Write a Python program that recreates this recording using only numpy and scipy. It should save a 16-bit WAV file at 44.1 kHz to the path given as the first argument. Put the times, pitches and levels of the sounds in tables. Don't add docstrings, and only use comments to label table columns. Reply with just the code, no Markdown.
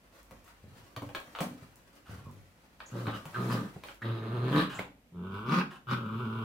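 import sys
import numpy as np
from scipy import signal
from scipy.fft import rfft, irfft, next_fast_len
from scipy.io import wavfile
from scipy.ndimage import minimum_filter1d, map_coordinates

SR = 44100
rng = np.random.default_rng(int(sys.argv[2]) if len(sys.argv) > 2 else 0)


def wrap_up_sound(samples):
    columns = np.atleast_2d(samples).T
    tamed = np.clip(columns, -1, 1)
    steps = np.round(tamed * 32767).astype(np.int16)
    wavfile.write(sys.argv[1], SR, steps)


N = 284004
TIME = np.arange(N) / SR

# t/s, pitch f/Hz, effort level/dB, mouth opening (muzzle over chest) level/dB
GROWL_GESTURES = [
    [(2.925, 124.8, -39, -8.5), (2.945, 123.2, -33, -20), (2.99, 119.9, -34, -10.5),
     (3.045, 116.6, -37.5, -13.5), (3.075, 111.5, -38.5, -1), (3.156, 112.3, -40, 0),
     (3.21, 109.6, -57, -29)],
    [(3.34, 119.3, -50, 12.5), (3.38, 122, -31, -5.5), (3.448, 122.9, -34, -13), (3.52, 123.5, -29.5, -3.5),
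     (3.636, 110.1, -36.5, -13), (3.69, 107.5, -63, 5)],
    [(4.02, 118.1, -45, -2), (4.045, 115.4, -33, -9.5), (4.2, 110.5, -37.5, -9.5),
     (4.33, 120, -32.5, -11.5), (4.42, 119.3, -33, -11), (4.5, 131.9, -29, -8.5), (4.565, 147.7, -23.5, -5),
     (4.615, 171.5, -28, 0.5), (4.67, 159.7, -46, -7)],
    [(5.125, 88, -50, -24), (5.16, 90.6, -42.5, -16.5), (5.26, 92.36, -38, -11.5), (5.36, 100.3, -39.5, -2),
     (5.44, 113.2, -41, -4.5), (5.495, 138.8, -28.5, -5), (5.55, 169.9, -26.5, -5.5),
     (5.595, 182.9, -25.5, -6), (5.65, 167.9, -48.5, -26)],
    [(5.875, 124, -42, -0.5), (5.9, 124.3, -34, 0.5), (5.925, 126.4, -28.5, -4.5), (6.01, 118.4, -39, -7),
     (6.06, 104, -36, -9), (6.11, 107.7, -36.5, -7), (6.2, 120.9, -33, -9), (6.31, 111.5, -36.5, -6.5),
     (6.44, 113, -35.5, -6.5)],
]
# f/Hz, level/dB
ROOM_COLOUR_DOWN = [(50, -40), (100, -8.5), (120, -1), (155, -4), (182, 3), (218, -1), (242, -17.5),
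                    (290, -5.5), (360, -16.5)]
ROOM_COLOUR_UP = [(50, -40), (90, -9.5), (110, -5), (125, -0.5), (160, -3), (185, -1), (200, -9), (226, 4),
                  (255, -14), (380, -22)]
# f/Hz, level/dB
THROAT_HEAD_DOWN = [(130, -50.5), (200, -13), (280, -3), (400, -1), (480, -6), (590, -5.5), (730, -16),
                    (1000, -16), (2000, -89.5)]
THROAT_HEAD_UP = [(150, -55), (220, 9), (290, -7.5), (380, 2.5), (440, -2.5), (510, -9.5), (590, -7),
                  (720, -24.5), (1000, -10), (2000, -73)]
THROAT_LEVELS = [-9.5, -8.5, -8.5, -8, -9.5]
# f/Hz, level/dB
FOLD_FLUTTER = [(90, -38), (135, -2.5), (165, -2.5), (205, -3.5), (285, -8.5), (330, -20), (600, -68)]
def growls(fundamental_db=-1, octave_db=-2, flutter_db=-2, breakup_db=5):
    gestures = [row for rows in GROWL_GESTURES for row in rows]
    times, *columns = np.transpose(gestures)
    pitch, effort_db, opening_db = (np.interp(TIME, times, column) for column in columns)
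    down, up = sum(map(gate, GROWL_GESTURES[:3])), sum(map(gate, GROWL_GESTURES[3:]))
    effort, rough = amp(effort_db), roughness(effort_db)
    jitter = rough * (.08 * wobble(130) + .05 * wobble(35)) + .02 * wobble(26)
    phase = np.cumsum(pitch * (1 + jitter)) / SR
    closure = phase + (.025 + .06 * rough) * wobble(100)
    snaps = fold_snaps(closure, scatter_db=2 + 2.6 * rough)
    escaping_air = unit(np.exp(-7 * (closure % 1)))

    def breathy(air):
        share = np.clip(air + .3 * rough, 0, 1)
        return np.sqrt(1 - share) * snaps + np.sqrt(share) * escaping_air * rng.standard_normal(N)

    def partial(harmonic, drift=0):
        shimmer = amp((2 + 1.5 * rough) * wobble(70) + 1.2 * wobble(14))
        return shimmer * np.cos(2 * np.pi * harmonic * phase + drift)

    tone = amp(fundamental_db) * partial(1) + amp(octave_db) * partial(2)
    tone *= amp(-breakup_db * rough ** 2)
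    tone += rough ** 2 * partial(1.5, drift=wobble(30) / 2)
    hum = shaped(down * effort * tone, ROOM_COLOUR_DOWN) + shaped(up * effort * tone, ROOM_COLOUR_UP)
    flutter = amp(flutter_db) * rough * (down + up) * effort * through(breathy(.94), FOLD_FLUTTER)
    buzz = breathy(rough / 2)
    throat = down * through(buzz, THROAT_HEAD_DOWN) + up * through(buzz, THROAT_HEAD_UP)
    low_voice = effort * per_growl(amp(THROAT_LEVELS)) * throat + flutter
    bright_voice = mouth(effort_db + opening_db, breathy, down, up)
    low_in_room = room(low_voice, early_db=-1.5, tail_db=-4.5) + boom(low_voice)
    return np.sqrt(2) * hum + low_in_room + bright_voice


# f/Hz, level/dB
MUZZLE_HEAD_DOWN = [(450, -25.5), (800, -17.5), (1000, -6.5), (1200, 3.5), (1400, -4), (1600, -3),
                    (1850, -19), (2700, -30), (3900, -23), (5200, -59), (15000, -42)]
MUZZLE_HEAD_UP = [(500, -53), (750, -19.5), (920, -9.5), (1130, 1.5), (1450, 0), (1600, -13.5), (1800, -39),
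                  (2100, -27), (2600, -15.5), (3400, -18), (4200, -34), (5500, -44.5), (15000, -38)]
# f/Hz, level/dB
HISS_HEAD_DOWN = [(500, -25), (900, -12), (1650, 13), (2000, 2), (2700, 1.5), (3200, -1.5), (3950, 2.5),
                  (4400, -7), (5000, -10.5), (5700, -25), (6600, -17), (7300, -27), (8200, -20),
                  (11000, -20.5), (15500, -25)]
HISS_HEAD_UP = [(500, -25.5), (900, 6), (1700, 3.5), (2100, -1.5), (2550, 3), (3100, -18), (3700, -5),
                (4400, -6.5), (5900, -13), (7500, -24.5), (11000, -24.5), (15500, -41)]
RASP_LEVELS = [-11, -11.5, -5, -13, -14.5]
def mouth(flow_db, breathy, down, up, easy_flow_db=-38.5, lip_shift=1.039, relax_s=.19):
    drawn = per_growl([np.exp(-np.maximum(TIME - rows[0][0], 0) / relax_s) for rows in GROWL_GESTURES])

    def posture(muzzle, hiss, air, muzzle_db, rasp_growth):
        buzz = breathy(air / 2)
        lips_back = through(buzz, [(hz * lip_shift, db) for hz, db in muzzle])
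        lips = drawn * lips_back + (1 - drawn) * through(buzz, muzzle)
        rasp_gain = per_growl(amp(RASP_LEVELS)) * amp(rasp_growth * (flow_db - easy_flow_db))
        return amp(flow_db) * (amp(muzzle_db) * lips + rasp_gain * through(breathy(air), hiss))

    head_down = down * posture(MUZZLE_HEAD_DOWN, HISS_HEAD_DOWN, air=.42, muzzle_db=-1, rasp_growth=.052)
    head_up = up * posture(MUZZLE_HEAD_UP, HISS_HEAD_UP, air=.3, muzzle_db=0, rasp_growth=1.38)
    return room(head_down, early_db=4, tail_db=3.5) + room(head_up, early_db=4.5, tail_db=2.5)


RELAXED_ROUGHNESS = [.3, .35, .11, .1, .09]
def roughness(effort_db, strain_db=-33, rough_per_db=.055, settle_s=.12):
    size = round(settle_s * SR)
    held_db = -minimum_filter1d(-effort_db, size, origin=(size - 1) // 2)
    return per_growl(RELAXED_ROUGHNESS) + rough_per_db * np.maximum(held_db - strain_db, 0)


def fold_snaps(phase, scatter_db):
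    at = np.flatnonzero(np.diff(np.floor(phase)) > 0)
    snap_db = scatter_db[at] * rng.standard_normal(len(at)) - scatter_db[at] ** 2 / 9
    train = np.zeros(N)
    train[at] = amp(snap_db) * np.sqrt(np.gradient(at))
    return train


# t/s, length/s, relative level/dB
LOW_GRUMBLES = [(.628, 0.087, -51.5), (.76, .1, -60), (2.08, 0.16, -47), (2.25, 0.13, -46.5),
                (4.72, .11, -53)]
AIR_PUFFS = [(2.05, 0.21, -57), (2.25, 0.077, -66), (3.335, 0.034, -44), (4.014, 0.034, -45.5),
             (4.69, 0.16, -41), (5.7, 0.096, -47)]
# f/Hz, level/dB
GRUMBLE_SPECTRUM = [(41, -33), (70, -9), (104, 0), (140, -9.5), (215, -12), (355, -27), (400, -20),
                    (575, -25.5), (633, -27), (900, -45), (1170, -84), (1980, -120)]
SNOUT_SPECTRUM = [(300, -39), (750, 0), (1100, 2), (1550, 2.5), (2100, -12.5), (2800, -4), (3900, -13.5),
                  (5200, -20.5), (7000, -23.5), (15000, -30)]
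def grumbles(pitch_hz=56, grumble_db=5, puff_db=.5):
    phase = np.cumsum(pitch_hz * np.exp(.25 * wobble(60))) / SR
    beats = through(fold_snaps(phase, scatter_db=np.full(N, 2.5)), GRUMBLE_SPECTRUM)
    grumble = amp(grumble_db) * bursts(LOW_GRUMBLES, attack_s=.0093, fade_db=13, release_s=.011) * beats
    breath = bursts(AIR_PUFFS, attack_s=.013, fade_db=9.5, release_s=.027)
    puff = amp(puff_db + .31 * wobble(73)) * breath * through(rng.standard_normal(N), SNOUT_SPECTRUM)
    return room(grumble + puff, early_db=-6.5, tail_db=-2)


# t/s, length/s, f/Hz, level/dB
BREATH_WHISTLES = [(2.048, .12, 1350, -62), (2.246, 0.071, 1065, -57.5), (2.854, 0.048, 6640, -56),
                   (2.977, 0.035, 3940, -61), (3.115, 0.075, 2970, -51), (3.338, 0.029, 1569, -41.5),
                   (3.47, 0.06, 4100, -60), (3.506, .05, 4900, -50), (4.017, 0.015, 1607, -38.5),
                   (4.566, 0.047, 3840, -39), (4.737, .06, 7200, -54.5), (4.787, .012, 2040, -36.5),
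                   (5.604, 0.019, 2550, -38), (5.61, 0.011, 1589, -33)]
def whistles(damping=.057):
    out = np.zeros(N + SR)
    for start, length, hz, db in BREATH_WHISTLES:
        size = round(length * SR)
        ring = signal.lfilter(*signal.iirpeak(hz, 1 / (2 * damping), SR), rng.standard_normal(SR // 4))
        ring = signal.lfilter(*signal.iirpeak(hz, 1 / (4 * damping), SR), ring)
        out[round(start * SR):][:size] += amp(db) * unit(ring[-size:]) * signal.windows.tukey(size, .5)
    return room(out[:N], early_db=-8.5, tail_db=-4)


# t/s, relative level/dB, knock offset/dB, tick offset/dB
CLICKS = [(.31, -48, 2, -3), (.444, -58.5, 3, 4), (.479, -52, -17, -4), (0.964, -31.5, -28, -11.5),
          (1.021, -41.5, 0, -8.5), (1.091, -43, 2, -10), (1.149, -27, -9.5, -19), (1.152, -31.5, -2, -10),
          (1.351, -34.5, -9, -27), (1.361, -39, -2, -11), (1.388, -30.5, -2.5, -16), (1.406, -32, 1.5, 0.5),
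          (1.416, -51, 19.5, -12), (2.804, -34.5, -17, -30), (3.069, -31.5, -6, -27),
          (3.082, -38.5, 7.5, -30), (3.255, -39, -2, -6), (3.524, -38, -5, -1), (3.837, -34.5, -6.5, -12.5),
          (3.886, -38, -14, -25), (4.793, -30, -18, -13.5)]
# f/Hz, level/dB
BOARD_SPECTRUM = [(400, -13.5), (750, 3), (1150, 6), (1550, 0.5), (2000, -3), (2650, -2), (3200, -5),
                  (4300, -11), (5500, -25), (8000, -47)]
def clicks(clack_db=22, knock_db=20, tick_db=20):
    times, db, low_db, high_db = np.transpose(CLICKS)
    hollow = [(180, -24), (350, -11.5), (530, 3), (850, 2.5), (1300, -34), (3000, -70)]
    bright = [(2500, -43), (5000, -1), (6800, 2), (9000, .5), (12500, 0), (16000, 1.5)]
    clack = through(contacts(times, db + clack_db, t60=.021, grit=1.1), BOARD_SPECTRUM)
    knock = through(contacts(times, db + low_db + knock_db, t60=.072, grit=.21), hollow)
    scratches = contacts(times, db + high_db + tick_db, t60=.054, grit=1.3)
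    tick = through(scratches + amp(tick_db) * stray_taps(), bright)
    return room(clack + knock + tick, early_db=-2, tail_db=3)


def stray_taps(taps_per_s=5, tap_db=-57.5, spread_db=4):
    touches = rng.random(N) < taps_per_s / SR
    return touches * amp(tap_db + spread_db * rng.standard_normal(N)) * tumbling()


# t/s, relative level/dB, thud offset/dB
THUMPS = [(.316, -45, 3), (.968, -36.5, -3.5), (1.02, -33.5, -7), (1.062, -48, 4), (1.154, -45, -9),
          (1.275, -47.5, -6), (1.408, -26.5, -15), (1.414, -36, -3.5), (1.508, -45.5, 0), (1.622, -52.5, 9),
          (3.073, -30.5, -1), (3.257, -46.5, 8.5), (3.761, -38.5, -8), (4.79, -32, -6.5)]
# f/Hz, width/Hz, level/dB
FLOOR_MODES = [(158, 36, 1), (241, 16.7, 1.5), (289.6, 14, 2.5), (405, 43, -4), (528, 86, -2.5),
               (613, 73, -2.5), (750, 140, -9.5)]
def thumps(thump_db=23, thud_db=24, pad_hz=2200):
    def floor(hz):
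        return sum((-1) ** k * resonance(hz, *mode) for k, mode in enumerate(FLOOR_MODES))

    times, db, deep_db = np.transpose(THUMPS)
    floor_rms = np.sqrt(np.mean(np.abs(floor(np.linspace(0, SR / 2, SR))) ** 2))
    pushes = contacts(times, db + thump_db, t60=.068, grit=.62)
    ring = filtered(pushes, lambda hz: floor(hz) / (1 + 1j * hz / pad_hz)) / floor_rms
    deep = [(45, -28), (100, -1), (160, 1), (220, -26), (500, -49)]
    thuds = through(contacts(times, db + deep_db + thud_db, t60=.027, grit=.35), deep)
    return room(ring + thuds + boom(ring), early_db=-3.5, tail_db=-5)


def contacts(times, levels_db, t60, grit):
    out, t = np.zeros(N + SR), TIME[:SR // 10]
    for start, db in zip(times, levels_db):
        blow = rng.standard_normal(len(t)) * amp(-60 * t / t60)
        blow *= grit / np.linalg.norm(blow)
        blow[0] += 1
        out[round(start * SR):][:len(t)] += amp(db) * blow / np.linalg.norm(blow)
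    return out[:N]


# t/s, length/s, level/dB
RIM_DRAGS = [(1.42, 0.069, -45.5), (1.495, .07, -42.5)]
# f/Hz, level/dB
TRAY_SPECTRUM = [(150, -45), (225, -10), (255, 0), (290, -10), (400, -42), (1000, -68)]
def tray():
    friction = bursts(RIM_DRAGS, attack_s=.01, fade_db=4, release_s=.011)
    return room(friction * through(rng.standard_normal(N), TRAY_SPECTRUM), early_db=-8, tail_db=-6)


# t/s, length/s, level/dB
SWELLS = [(0.083, .14, -60.5), (0.446, .08, -61.5), (0.698, 0.23, -64), (0.91, 0.86, -63),
          (1.397, 0.051, -41), (1.597, 0.073, -61), (1.915, 0.091, -62), (2.029, 0.21, -56.5),
          (2.256, 0.16, -73), (2.758, 0.5, -57), (3.04, 0.84, -53), (3.127, 0.06, -47), (3.444, 0.15, -47),
          (3.819, 0.12, -53)]
# f/Hz, level/dB
FUR_SPECTRUM = [(180, -59), (300, 9), (385, 2.5), (678, 2.5), (842, 2.5), (1190, 3.5), (2000, -1),
                (3760, -7), (8220, -13), (16000, -16.5)]
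def scuffle(fur_db=-64.5, grain_db=3):
    level = amp(fur_db) * tumbling()
    for start, length, db in SWELLS:
        size = round(length * SR)
        level[round(start * SR):][:size] += amp(db) * np.hanning(size)
    catches = amp(grain_db * wobble(160) + wobble(23.2))
    rub = level * unit(catches * through(rng.standard_normal(N), FUR_SPECTRUM))
    return room(rub, early_db=4.5, tail_db=6)


def tumbling(end_s=4.035, fade_s=.093):
    return np.clip((end_s - TIME) / fade_s, 0, 1)


# f/Hz, t60/s
WALL_DECAY = [(150, 0.52), (1000, 0.3), (4000, 0.3), (12000, 0.29)]
def room(x, early_db, tail_db, early_t60=.079, spots=3):
    hz, t, noise = signal.stft(rng.standard_normal((spots, 2, SR // 2)), SR, nperseg=256)
    tails = signal.istft(noise * amp(-60 * t / along(WALL_DECAY, hz)[:, None]), SR, nperseg=256)[1]
    t = TIME[:tails.shape[-1]]
    tails *= np.clip(t / .0095, 0, 1)
    earlies = rng.standard_normal(tails.shape) * amp(-60 * t / early_t60) * (t > .001)
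    weights = np.maximum(np.cos(2 * np.pi * (TIME - np.arange(spots)[:, None] / spots)), 0)
    weights /= np.linalg.norm(weights, axis=0)
    out = x
    for weight, early, tail in zip(weights, earlies, tails):
        echoes = amp(early_db) * early / np.linalg.norm(early[0])
        echoes += amp(tail_db) * tail / np.linalg.norm(tail[0])
        out = out + signal.fftconvolve((x * weight)[None], diffuse(echoes), axes=1)[:, :N]
    return out / np.sqrt(1 + amp(early_db) ** 2 + amp(tail_db) ** 2)


# f/Hz, width/Hz, level/dB
ROOM_MODES = [(134, 11, -14), (190, 12.71, 3), (226.6, 5.9, -6.5), (276.4, 5.2, 0)]
def boom(x):
    return filtered(x, lambda hz: sum(resonance(hz, *mode) for mode in ROOM_MODES))


# f/Hz, left-right correlation
MIC_CORRELATION = [(120, 0.9), (300, 0.91), (600, 0.61), (1200, -0.07), (2500, -0.1), (5000, -0.13)]
def diffuse(pair):
    size = pair.shape[1]
    turn = np.arccos(np.clip(along(MIC_CORRELATION, np.fft.rfftfreq(size, 1 / SR)), -1, 1)) / 2
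    mid, side = irfft(rfft(pair) * [np.cos(turn), np.sin(turn)], size)
    return np.array([mid + side, mid - side])


# f/Hz, level/dB
HOUSE_SPECTRUM = [(15, -36), (25, -32), (44, -11.5), (270, -8.5), (335, -24), (516, -16), (1150, -26.5),
                  (2280, -24.5), (4610, -33.5), (8140, -35.5), (9570, -37), (14800, -34.5), (16000, -101)]
def room_tone(rush_db=-65, drone_db=-69):
    def noise(spectrum):
        return unit(diffuse(filtered(rng.standard_normal((2, N)), lambda hz: amp(along(spectrum, hz)))))

    drone = [(35, -58), (45, -5), (51, 17.5), (62, 2), (80, -13), (130, -44)]
    return amp(rush_db) * noise(HOUSE_SPECTRUM) + amp(drone_db) * noise(drone)


def amp(db):
    return 10 ** (np.asarray(db) / 20)


def unit(x):
    return x / np.sqrt(np.mean(x ** 2) + 1e-20)


def along(points, hz):
    freqs, values = np.transpose(points)
    return np.interp(np.log(hz + 1), np.log(freqs), values)


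def gate(rows, edge_s=.011):
    return np.clip(np.minimum(TIME - rows[0][0], rows[-1][0] - TIME) / edge_s + 1, 0, 1)


def per_growl(values):
    return sum(value * gate(rows) for value, rows in zip(values, GROWL_GESTURES))


def bursts(rows, attack_s, fade_db, release_s):
    out = np.zeros(N)
    for start, length, db in rows:
        age = np.clip(TIME - start, 0, length)
        edges = np.minimum(age / attack_s, 1) * np.minimum((length - age) / release_s, 1)
        out += amp(db - fade_db * age / length) * edges
    return out


def wobble(rate):
    return map_coordinates(rng.standard_normal(int(N * rate / SR) + 4), [TIME * rate])


def resonance(hz, centre_hz, width_hz, db):
    loss = 1j * hz * width_hz
    return amp(db) * loss / (centre_hz ** 2 - hz ** 2 + loss)


def filtered(x, response):
    size = next_fast_len(N + SR // 2)
    return irfft(rfft(x, size) * response(np.fft.rfftfreq(size, 1 / SR)), size)[..., :N]


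def through(x, spectrum, size=4096):
    cepstrum = irfft(np.log(amp(along(spectrum, np.fft.rfftfreq(size, 1 / SR))) + 1e-6))
    cepstrum[1:size // 2] *= 2
    cepstrum[size // 2 + 1:] = 0
    impulse = irfft(np.exp(rfft(cepstrum)))
    return signal.fftconvolve(x, impulse / np.linalg.norm(impulse))[:N]


def shaped(x, spectrum):
    gains = amp(along(spectrum, np.linspace(0, SR / 2, SR)))
    return through(x, spectrum) * np.sqrt(np.mean(gains ** 2))


def scene():
    voice = growls() + grumbles() + whistles()
    return voice + clicks() * amp([[.3], [-.3]]) + thumps() + tray() + scuffle() + room_tone()


def record(dry, top_hz=15850):
    return filtered(dry, lambda hz: hz < top_hz)


dry = scene()
out = record(dry)
wrap_up_sound(out)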